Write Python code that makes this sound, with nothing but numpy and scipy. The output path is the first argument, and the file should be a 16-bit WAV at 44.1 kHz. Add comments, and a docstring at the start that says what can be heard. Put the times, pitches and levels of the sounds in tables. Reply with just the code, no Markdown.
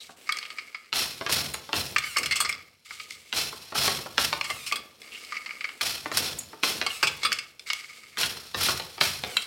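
"""A bobbin whirrs and taps as thread is drawn off it, then a wooden floor loom knocks in a small room.
Four times the weaver presses the thread in with the beater and changes the foot pedals: wood knocks,
the frame rumbles, and the heddles (metal wires that lift the threads) jingle on their bars.
After each round the shuttle glides across the stretched threads, its bobbin spinning and clattering.
The last throw ends with a dry snap of the shuttle's tip."""
import sys
import numpy as np
from scipy import signal
from scipy.fft import rfft, irfft, next_fast_len
from scipy.io import wavfile
from scipy.ndimage import uniform_filter1d

SR = 44100
rng = np.random.default_rng(int(sys.argv[2]) if len(sys.argv) > 2 else 0)


def bounce(signal):
    """Save signal as a 16-bit WAV file at the path given by the first command-line argument."""
    frames = np.transpose(np.atleast_2d(signal))
    limited = np.clip(frames, -1, 1)
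    pcm = np.round(limited * 32767).astype(np.int16)
    wavfile.write(sys.argv[1], SR, pcm)


N = 417186
TIME = np.arange(N) / SR
RING_TIME = TIME[:SR // 6]   # time axis for one short sound


def from_db(db):
    """Turn decibels into a gain."""
    return 10 ** (np.asarray(db) / 20)


def rms_one(x):
    """Scale a sound so that its average level (rms) is 1."""
    return x / np.sqrt(np.mean(x ** 2) + 1e-20)


def peak_one(x):
    """Scale a sound so that its loudest two milliseconds have rms 1."""
    return x / np.sqrt(uniform_filter1d(x ** 2, size=SR // 500).max() + 1e-20)


def at_hz(points, hz):
    """Read between the rows of a table, on a log-frequency axis."""
    table = np.array(points)
    return np.interp(np.log(np.maximum(hz, 1)), np.log(table[:, 0]), table[:, 1])


def colour(x, spectrum):
    """Make each frequency as strong as a table says; the result has rms 1."""
    size = next_fast_len(len(x))
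    hz = np.arange(size // 2 + 1) * SR / size
    return rms_one(irfft(rfft(x, size) * from_db(at_hz(spectrum, hz)), size)[:len(x)])


def passband(x, hz, kind, order=2):
    """Let the "low" part, the "high" part or one "band" of a sound through."""
    return signal.sosfilt(signal.butter(order, hz, kind, fs=SR, output="sos"), x)


def resonate(x, modes, uneven=False):
    """Ring an object's modes (its natural pitches); if uneven, chance varies their strengths."""
    out = 0
    for k, (hz, width, db) in enumerate(modes):
        r = np.exp(-np.pi * width / SR)
        ring = signal.lfilter([1, 0, -1], [1, -2 * r * np.cos(2 * np.pi * hz / SR), r * r], x + 1e-18)
        weight = 1 + uneven * rng.uniform(-.6, .6)
        out = out + (-1) ** k * (1 - r * r) / 2 * from_db(db) * weight * ring
    return out


def grains(per_s, spread_db, count=N):
    """Tiny contacts of uneven size at random moments."""
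    sizes = from_db(spread_db * np.minimum(rng.exponential(1, count), 4)) * rng.choice([-1, 1], count)
    return sizes * (rng.random(count) < per_s / SR)


def wander(hz):
    """A smooth random wobble with rms 1, mostly slower than hz."""
    return rms_one(passband(rng.standard_normal(N), hz, "low"))


def swell(start, rise_s, hold_s, fall_db_per_s):
    """A gain that rises, then fades from hold_s after its start."""
    t = TIME - start
    return np.clip(t / max(rise_s, .001), 0, 1) * from_db(-fall_db_per_s * np.maximum(t - hold_s, 0))


def together(gains):
    """Combine the gains of unrelated motions: their powers add."""
    return np.sqrt(sum(gain ** 2 for gain in gains))


def balance_blow(x, low_db, high_db, middle_db, low_hz=1500, high_hz=6500):
    """Where and how hard a blow lands sets its mix of hollow lows, middle and sharp highs."""
    low = peak_one(passband(passband(x, low_hz, "low"), low_hz, "low"))
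    high = peak_one(passband(passband(x, high_hz, "high"), high_hz, "high"))
    middle = peak_one(passband(x, [low_hz, high_hz], "band"))
    return peak_one(from_db(low_db) * low + from_db(middle_db) * middle + from_db(high_db) * high)


def add(out, start_s, sound):
    """Mix a short sound into a track."""
    start = max(round(start_s * SR), 0)
    out[start:start + len(sound)] += sound[:N - start]


# How long the room's echoes take to fade by 60 dB: pitch_hz, fade_s
ECHO_FADE = [(400, 0.44), (2200, 0.41), (5000, 0.27), (16000, 0.16)]
def room_echoes(x, first_echo_s=0.0036):
    """The walls return a blur of echoes whose treble dies first."""
    t, response = TIME[:SR * 3 // 5], 0
    edges_hz = np.geomspace(60, 16000, num=9)
    for low, high in zip(edges_hz, edges_hz[1:]):
        band = passband(rng.standard_normal(len(t)), [low, high], "band")
        response = response + band * from_db(-60 * t / at_hz(ECHO_FADE, np.sqrt(low * high)))
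    response = response * (t > first_echo_s)
    return signal.oaconvolve(x, response / np.sqrt(np.sum(response ** 2)))[:N]


# The weaver's movements: start_s, end_s, rumble_db, rustle_db
WEAVER_MOVES = [(0.162, 0.523, -74, -59.5), (2.884, 3.317, -67, -65), (4.995, 5.78, -70.5, -59.5),
                (7.594, 8.17, -70, -64.5)]
def weaver_gains(rise_s=0.01, fall_db_per_s=30):
    """How much rumble and rustle the weaver makes, drawing the shuttle away and shifting on the bench."""
    rumble, rustle = [], []
    for start, end, rumble_db, rustle_db in WEAVER_MOVES:
        move = swell(start, rise_s, end - start, fall_db_per_s)
        rumble.append(from_db(rumble_db) * move)
        rustle.append(from_db(rustle_db) * move)
    return together(rumble), together(rustle)


# Three jolts a round: the shafts (racks of heddles) drop, the next ones rise, the beater swings back.
# start_s, heddle_rise_s, hold_s, heddle_db, rumble_db, rattle_db
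LOOM_JOLTS = [(0.926, 0.024, 0.087, -26.5, -48, -45), (1.283, 0.028, 0.12, -29, -41.5, -40.5),
              (1.732, 0.044, 0.038, -28, -37, -40), (3.328, 0.043, 0.058, -26, -45.5, -43.5),
              (3.743, 0.013, 0.16, -27.5, -40, -40.5), (4.172, 0.026, 0.069, -27.5, -41.5, -45.5),
              (5.809, 0.0045, 0.092, -29.5, -48.5, -47.5), (6.115, 0.036, 0.14, -30.5, -43, -42),
              (6.628, 0.007, 0.075, -29, -45, -41), (8.177, 0.015, 0.05, -27, -44, -43),
              (8.543, 0.099, 0.15, -27, -40.5, -44), (9.003, 0.01, 0.049, -26, -40.5, -46)]
# The shuttle and hands bump the beater: start_s, rumble_db, rattle_db
BEATER_BUMPS = [(0.0, -66, -62.5), (2.18, -42.5, -44), (2.4, -53, -50.5), (4.49, -50, -52),
                (4.709, -59, -47), (2.56, -73, -87), (7.027, -45, -48), (7.24, -58, -48.5),
                (9.235, -54, -46.5)]
def frame_gains(bump_hold_s=0.023):
    """How much the jolts and bumps make the frame rumble and rattle."""
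    jogs = [(start, hold, deep_db, woody_db) for start, _, hold, _, deep_db, woody_db in LOOM_JOLTS]
    jogs += [(start, bump_hold_s, deep_db, woody_db) for start, deep_db, woody_db in BEATER_BUMPS]
    rumble, rattle = [], []
    for start, hold, deep_db, woody_db in jogs:
        rumble.append(from_db(deep_db) * swell(start, rise_s=0.047, hold_s=hold, fall_db_per_s=58.5))
        rattle.append(from_db(woody_db) * swell(start, rise_s=0.0071, hold_s=hold, fall_db_per_s=64.5))
    return together(rumble), together(rattle)


# Tone of the frame's rumble: pitch_hz, level_db
RUMBLE_TONE = [(20, -62), (42, -10), (62, -3), (94, -5), (110, -3.5), (145, -6.5), (180, -2), (400, -22.5)]
# Deep pitches at which the frame rings: pitch_hz, width_hz, level_db
DEEP_MODES = [(69, 7.6, 0.5), (92.6, 10, 2.5), (145.8, 9.1, 2.5)]
def frame_rumble(ringing_db=-2, rest_db=-80):
    """The heavy frame thuds and rings deeply when it is jogged."""
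    jogged, _ = frame_gains()
    shifting, _ = weaver_gains()
    thuds = colour(grains(per_s=600, spread_db=5.5), RUMBLE_TONE)
    ringing = rms_one(resonate(grains(per_s=960, spread_db=1.5), DEEP_MODES))
    return together([jogged, shifting, from_db(rest_db)]) * rms_one(thuds + from_db(ringing_db) * ringing)


# Tone of the woody rattle: pitch_hz, level_db
RATTLE_TONE = [(150, -12.5), (260, 4.5), (440, 8), (1000, -2), (3000, -14.5)]
# Hollow pitches of the loose wooden parts: pitch_hz, width_hz, level_db
HOLLOW_MODES = [(227, 36, 4), (470, 60, 3), (727, 120, -7.5)]
def frame_rattle(hollow_db=-5, rest_db=-85):
    """Loose wooden parts rattle when the frame or the weaver moves."""
    _, jogged = frame_gains()
    _, rustle = weaver_gains()
    hollow = rms_one(resonate(grains(per_s=390, spread_db=1.5), HOLLOW_MODES))
    clatter = colour(grains(per_s=650, spread_db=3.0), RATTLE_TONE) + from_db(hollow_db) * hollow
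    return together([jogged, rustle, from_db(rest_db)]) * rms_one(clatter)


# Pitches at which a heddle bar rings: pitch_hz, width_hz, level_db
BAR_MODES = [(6860, 220, -5.5), (9200, 1700, -13), (14500, 700, -20)]
# Squeaks of the bar: start_s, level_db
BAR_SQUEAKS = [(1.537, -30), (6.386, -26)]
def bar_squeaks(swell_s=0.0029):
    """A heddle bar slips briefly in its shaft."""
    out = np.zeros(N)
    for start, db in BAR_SQUEAKS:
        rub = rng.standard_normal(len(RING_TIME)) * RING_TIME * np.exp(-RING_TIME / swell_s)
        add(out, start, from_db(db) * peak_one(resonate(rub, BAR_MODES)))
    return out


def heddle_shake(flutter_db=1.78, flutter_hz=45, linger_db=-17):
    """Each jolt shakes the heddles in uneven bunches; most settle quickly, a few shiver on."""
    shakes = []
    for start, rise, hold, db, _, _ in LOOM_JOLTS:
        settling = swell(start, rise, hold, fall_db_per_s=169)
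        lingering = from_db(linger_db) * swell(start, hold, hold, fall_db_per_s=21.5)
        shakes.append(from_db(db) * (settling + lingering))
    return from_db(flutter_db * wander(flutter_hz)) * together(shakes)


# Tone of the metal heddles: pitch_hz, level_db
HEDDLE_TONE = [(500, -7.5), (950, -4), (1900, 1), (3200, 2), (4400, 4), (5400, 3), (6600, -6.5),
               (11300, -6), (16000, -16.5)]
def heddle_jingle(ring_s=0.0089, full_db=-30, dulling=0.028):
    """Groups of thin heddles jostle, each group with its own pitches; gentle touches are duller."""
    jingle, t = 0, RING_TIME[:SR // 16]
    for group in range(8):
        hz = rng.uniform(600, 16500, 160)
        ring = rng.choice([-1, 1], len(hz)) @ np.sin(2 * np.pi * np.outer(hz, t)) * np.exp(-t / ring_s)
        jingle = jingle + signal.oaconvolve(grains(per_s=450, spread_db=2.0), ring)[:N]
    jingle = colour(jingle, HEDDLE_TONE)
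    dull = passband(jingle, 5000, "low", order=1)
    shake = heddle_shake()
    hardness = np.minimum(shake / from_db(full_db), 2) ** dulling
    return shake * (dull + hardness * (jingle - dull))


# Crashes of the heddles: start_s, level_db
HEDDLE_CRASHES = [(1.324, -18), (3.834, -24), (6.171, -15.5), (8.631, -24)]
def heddle_crashes(decay_s=0.015):
    """A falling shaft throws a whole row of heddles against its bar in one bright crash."""
    out = np.zeros(N)
    for start, db in HEDDLE_CRASHES:
        touches = colour(grains(per_s=9000, spread_db=3.0, count=len(RING_TIME)), HEDDLE_TONE)
        bright = touches + np.diff(touches, prepend=0)
        add(out, start, from_db(db) * peak_one(bright * np.exp(-RING_TIME / decay_s)))
    return out


# Tone of a blow on the frame: pitch_hz, level_db
KNOCK_TONE = [(120, -11), (300, 5.5), (1200, 21.5), (4400, 20.5), (7000, 3), (16000, -49)]
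# Knocks of pedals, shafts and beater: start_s, level_db, low_part_db
LOOM_KNOCKS = [(0.093, -42, 6), (0.928, -18, -28), (1.211, -25.5, -8), (1.264, -21.5, -18),
               (1.294, -22, -13), (1.542, -25.5, -18.5), (1.691, -33.5, -8), (1.73, -19, -20),
               (3.327, -19.5, -41), (3.528, -33, 11), (3.723, -31.5, -7), (3.754, -25, 0),
               (3.879, -17.5, -16), (3.988, -37, -9), (4.06, -33, -1.5), (4.18, -12, -20.5),
               (4.328, -17.5, -15), (5.81, -22, -34.5), (6.058, -24, -8), (6.116, -24, -15),
               (6.531, -38, 3), (6.634, -13.5, -23), (6.814, -18, -24), (7.03, -24, 2), (8.172, -25.5, -26),
               (8.189, -34, -20), (8.232, -19, -32), (8.37, -38.5, 2), (8.545, -23.5, -17),
               (8.686, -20, -9), (8.798, -26, -16.5), (8.98, -33.5, -14), (9.011, -12, -22.5),
               (9.237, -21, -15.5)]
def loom_knocks(decay_s=0.0046, low_linger=0.78, early_s=0.0055, rebound_s=0.008):
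    """A blow rings the jointed frame at many pitches at once; the low ones last longest."""
    out, t = np.zeros(N), RING_TIME[:SR // 12]
    for start, db, low_db in LOOM_KNOCKS:
        hz = 130 + 15500 * np.linspace(0, 1, num=170) ** 2 * rng.uniform(.96, 1.04, 170)
        strength = from_db(at_hz(KNOCK_TONE, hz)) * rng.standard_normal(len(hz))
        life_s = decay_s * (2000 / hz) ** low_linger
        wood = strength @ (np.sin(2 * np.pi * np.outer(hz, t)) * np.exp(-np.outer(1 / life_s, t)))
        blow = from_db(db) * balance_blow(wood, low_db, high_db=-24, middle_db=-13)
        # Loose joints touch just before the blow and rebound just after it.
        add(out, start - early_s, from_db(-21.5) * blow)
        add(out, start, blow)
        add(out, start + rebound_s * rng.uniform(.5, 1.5), from_db(-7) * blow)
    return out


# Tone of rubbed yarn: pitch_hz, level_db
YARN_TONE = [(1200, -3), (2800, 5.5), (6500, -3.5), (8000, 0.5), (16000, -12)]
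# The shuttle slides over the threads: start_s, end_s, level_db
SHUTTLE_GLIDES = [(2.02, 2.13, -40), (4.447, 4.696, -43), (6.88, 6.97, -40), (9.272, 9.42, -43)]
def yarn_rubbing(threads_hz=1500, slowing_per_s=0.9, fast_db=-44, sleeve_db=5, rest_db=-76):
    """The shuttle zips over thread after thread, slowing as it goes; sleeves add a softer hiss."""
    glides, speed = [], np.ones(N)
    for start, end, db in SHUTTLE_GLIDES:
        glides.append(from_db(db) * swell(start, rise_s=0.035, hold_s=end - start, fall_db_per_s=202))
        speed = np.where(TIME > start, np.exp(-slowing_per_s * np.maximum(TIME - start, 0)), speed)
    gliding = together(glides)
    # Each throw wavers slowly, and uneven thread spacing roughens the tone.
    speed = speed * (1 + 0.05 * wander(hz=6) + 0.024 * wander(hz=300))
    threads_passed = np.floor(np.cumsum(threads_hz * speed) / SR)
    zip_tone = np.diff(threads_passed, prepend=0) * np.sqrt(SR / threads_hz)
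    zip_share = 1.6 * np.minimum(gliding / from_db(fast_db), 1) ** 2
    hiss = rms_one(grains(per_s=5100, spread_db=3.5))
    friction = (hiss + zip_share * zip_tone) / np.sqrt(1 + zip_share ** 2)
    _, rustle = weaver_gains()
    level = together([gliding, from_db(sleeve_db) * rustle, from_db(rest_db)])
    return level * colour(passband(friction, 900, "high"), YARN_TONE)


# The bobbin spins during each throw and as the thread is drawn tight (a negative fade grows louder):
# start_s, end_s, whirr_db, hiss_db, fade_db_per_s
BOBBIN_SPINS = [(0.0, 0.038, -56, -49.5, 3), (0.258, 0.838, -42.5, -63, 21),
                (1.975, 2.531, -45.5, -71, -10), (2.847, 3.32, -49, -46, 21.5), (4.4, 4.795, -56, -69, -13),
                (5.02, 5.077, -47.5, -69, 0), (5.118, 5.293, -47.5, -50.5, 7), (5.275, 5.724, -45, -63, 8),
                (6.885, 7.37, -48, -52, -7), (7.657, 8.18, -40, -45, 32.5), (9.253, 9.46, -43, -61, 24)]
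def spin_gains(rise_s=0.015, stop_db_per_s=122):
    """How loud the whirr and thread hiss are: each spin starts quickly, fades or grows, then stops."""
    whirr, hiss = [], []
    for start, end, whirr_db, hiss_db, fade_db_per_s in BOBBIN_SPINS:
        fade = from_db(-fade_db_per_s * np.clip(TIME - start, 0, end - start))
        turning = swell(start, rise_s, end - start, stop_db_per_s) * fade
        whirr.append(from_db(whirr_db) * turning)
        hiss.append(from_db(hiss_db) * turning)
    return together(whirr), together(hiss)


# Pitches at which the bobbin rings: pitch_hz, width_hz, level_db
BOBBIN_MODES = [(1227, 80, -1), (2200, 150, 6), (2940, 320, -9), (4700, 690, -6), (8100, 430, -18)]
# Tone of the unwinding thread: pitch_hz, level_db
THREAD_TONE = [(1200, -26), (2800, 8), (4500, 7), (6500, 2), (7800, 4), (10000, -3), (16000, -12)]
def bobbin_spin(rub_db=-24, wobble_db=3, wobble_hz=30, tug_db=2.6, tug_hz=14):
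    """The bobbin wobbles and rubs on its spindle while thread hisses off it in uneven tugs."""
    contacts = grains(per_s=760, spread_db=1.0) * from_db(wobble_db * wander(wobble_hz))
    rub = from_db(rub_db) * passband(contacts, [1100, 5500], "band")
    whirr = rms_one(resonate(contacts, BOBBIN_MODES) + rub)
    hiss = colour(passband(grains(per_s=5000, spread_db=3.0), 900, "high"), THREAD_TONE)
    tugs = from_db(tug_db * wander(tug_hz))
    whirr_gain, hiss_gain = spin_gains()
    return whirr_gain * whirr + hiss_gain * tugs * hiss


# Chirps of the bobbin: start_s, level_db, pitch_hz
BOBBIN_CHIRPS = [(0.002, -42.5, 3940), (5.116, -39, 2700), (5.145, -35.5, 2760), (6.899, -29, 2860)]
def bobbin_chirps(swell_s=0.007):
    """As thread is pulled, the bobbin sticks and slips on its spindle and rings at one pitch."""
    out = np.zeros(N)
    for start, db, hz in BOBBIN_CHIRPS:
        rub = rng.standard_normal(len(RING_TIME)) * RING_TIME * np.exp(-RING_TIME / swell_s)
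        add(out, start, from_db(db) * peak_one(resonate(rub, [(hz, hz / 20, 0)])))
    return out


# Soft taps of the bobbin, while thread is drawn off and as light first touches just before some clacks of the
# thrown shuttle: start_s, level_db, low_part_db
BOBBIN_TAPS = [(0.291, -19, -4), (0.321, -28.5, -17), (0.428, -31, -13), (0.452, -34, -27),
               (0.502, -33.5, -24), (0.584, -26.5, -24), (0.593, -41, -12), (0.746, -27, -14),
               (2.038, -25, -14), (2.162, -23, 11), (2.907, -32, 0), (2.998, -32.5, -26), (4.495, -34, 6),
               (4.713, -27, 2), (5.322, -27, 3), (5.342, -34, -12), (5.354, -32, -8), (5.366, -25, -27),
               (5.46, -31.5, -8), (5.491, -31, -10), (5.507, -27, -10), (5.608, -26.5, -21),
               (5.642, -21.5, 0.5), (5.69, -32, -5), (7.701, -20, -11.5)]
def bobbin_taps(chatter_s=0.0075, crack_db=-20):
    """The bobbin chatters lightly against the shuttle wall and rings."""
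    out = np.zeros(N)
    for start, db, low_db in BOBBIN_TAPS:
        force = rng.standard_normal(len(RING_TIME)) * np.exp(-RING_TIME / chatter_s)
        crack = from_db(crack_db) * passband(force, [1000, 5500], "band")
        wood = resonate(force, BOBBIN_MODES, uneven=True) + crack
        add(out, start, from_db(db) * balance_blow(wood, low_db, high_db=-45, middle_db=-2))
    return out


# Pitches at which shuttle and bobbin ring together: pitch_hz, width_hz, level_db
SHUTTLE_MODES = [(1166, 82, -0.5), (1550, 630, -3), (2167, 94, 11), (2260, 250, 5.5), (2780, 310, 1.5),
                 (3384, 94, 4.5), (4195, 150, -1), (4620, 113, 2.5), (5130, 224, -1.5), (8180, 320, -9),
                 (8450, 200, -6.5)]
def clack(low_db, high_db, chatter_s, crack_db=-12, bite_db=8, bite_hz=3200):
    """One chattering hit of bobbin on spindle and shuttle wall; harder hits are brighter."""
    pressure = np.exp(-RING_TIME / chatter_s) * (1 + RING_TIME / 0.0058)
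    force = rng.standard_normal(len(RING_TIME)) * pressure
    force[0] += 7.1   # the sharp first touch
    modes = np.array(SHUTTLE_MODES, float)
    modes[:, 0] *= rng.uniform(.975, 1.025, len(modes))   # hand and yarn shift the pitches a little
    wood = resonate(force, modes, uneven=True) + from_db(crack_db) * passband(force, [600, 7500], "band")
    bite = from_db(bite_db + high_db / 2) * passband(wood, bite_hz, "high", order=1)
    return balance_blow(wood + bite, low_db, high_db, middle_db=0.5)


# Ticks of the thread: start_s, level_db
THREAD_TICKS = [(0.323, -21.5), (0.37, -29), (0.387, -27.5), (3.107, -30.5), (5.017, -38.5), (5.248, -37),
                (7.595, -34), (7.733, -19.5)]
def thread_ticks():
    """The thread snaps free of its winding with a bright tick."""
    out = np.zeros(N)
    for start, db in THREAD_TICKS:
        add(out, start, from_db(db) * clack(low_db=-16, high_db=-6, chatter_s=0.0018))
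    return out


# Clacks of the thrown shuttle: start_s, level_db, low_part_db, high_part_db, chatter_s
SHUTTLE_CLACKS = [(1.962, -13, 2, -38, 0.0041), (1.983, -19.5, -7, -5, 0.0042),
                  (2.168, -18.5, -2, -7, 0.0062), (2.183, -23.5, -21, -0.5, 0.0052),
                  (2.231, -25.5, -2, -4, 0.0058), (2.259, -22, -11, -5, 0.0047),
                  (2.31, -19.5, -9.5, -12.5, 0.0085), (2.324, -24, -13, -11, 0.0043),
                  (2.357, -23, -8, -1.5, 0.0092), (2.403, -17.5, 3, 3.5, 0.0081),
                  (2.448, -24, -5, -27, 0.0064), (2.492, -21.5, 6, 0, 0.0048),
                  (2.526, -27, -13, -11, 0.0029), (4.411, -19, -2, -47, 0.0022),
                  (4.442, -29, 1.5, -3.5, 0.0089), (4.501, -24.5, 1, -8, 0.0064),
                  (4.664, -29.5, -11, -1.5, 0.012), (4.723, -18, -2, -9, 0.0037),
                  (4.757, -27, -9, -2, 0.0067), (6.864, -20, -2.5, -10, 0.0047),
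                  (7.028, -16, -2, -10, 0.0085), (7.071, -18.5, -28, -9, 0.006),
                  (7.232, -23, -7, -12, 0.0066), (7.249, -18, -1, -8, 0.0077),
                  (7.319, -18, -1, -14, 0.0021), (7.327, -18, -32, -4, 0.003),
                  (7.387, -24.5, -32, -11, 0.0045), (9.421, -31.5, -22, -3, 0.0044)]
def shuttle_clacks():
    """The thrown shuttle hits its bobbin, the hand and the reed (the comb in the beater)."""
    out = np.zeros(N)
    for start, db, low_db, high_db, chatter_s in SHUTTLE_CLACKS:
        add(out, start, from_db(db) * clack(low_db, high_db, chatter_s))
    return out


# Pitches at which the shuttle's tip rings: pitch_hz, width_hz, level_db
TIP_MODES = [(1410, 660, -2), (2280, 110, 8), (2690, 110, 5.5), (3170, 94, 9), (4000, 240, 8),
             (4560, 150, -9), (7200, 610, -16)]
def tip_snap(start_s=9.368, level_db=-12.5, chatter_s=0.0041):
    """The shuttle's hard tip strikes the reed with one short, dry snap."""
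    out = np.zeros(N)
    force = rng.standard_normal(len(RING_TIME)) * np.exp(-RING_TIME / chatter_s)
    add(out, start_s, from_db(level_db) * peak_one(resonate(force, TIP_MODES)))
    return out


def scene(shuttle_echo_db=-12, loom_echo_db=-9, metal_echo_db=-18):
    """Loom and shuttle close by, with the room's echoes behind them."""
    shuttle = shuttle_clacks() + bobbin_taps() + thread_ticks() + tip_snap() + bobbin_chirps()
    loom = loom_knocks() + bar_squeaks()
    metal = heddle_jingle() + heddle_crashes()
    echoes = room_echoes(from_db(shuttle_echo_db) * shuttle + from_db(loom_echo_db) * loom
                         + from_db(metal_echo_db) * metal)
    frame = frame_rumble() + frame_rattle()
    running = bobbin_spin() + yarn_rubbing()
    return (echoes + frame + metal + loom + running + shuttle)[None]


def record(dry, low_hz=44, top_hz=16000):
    """The microphone drops the lowest bass and the highest treble."""
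    thinned = passband(passband(dry, low_hz, "high"), low_hz, "high")
    return signal.sosfilt(signal.ellip(10, .1, 80, top_hz, fs=SR, output="sos"), thinned)


dry = scene()
out = record(dry)
bounce(out)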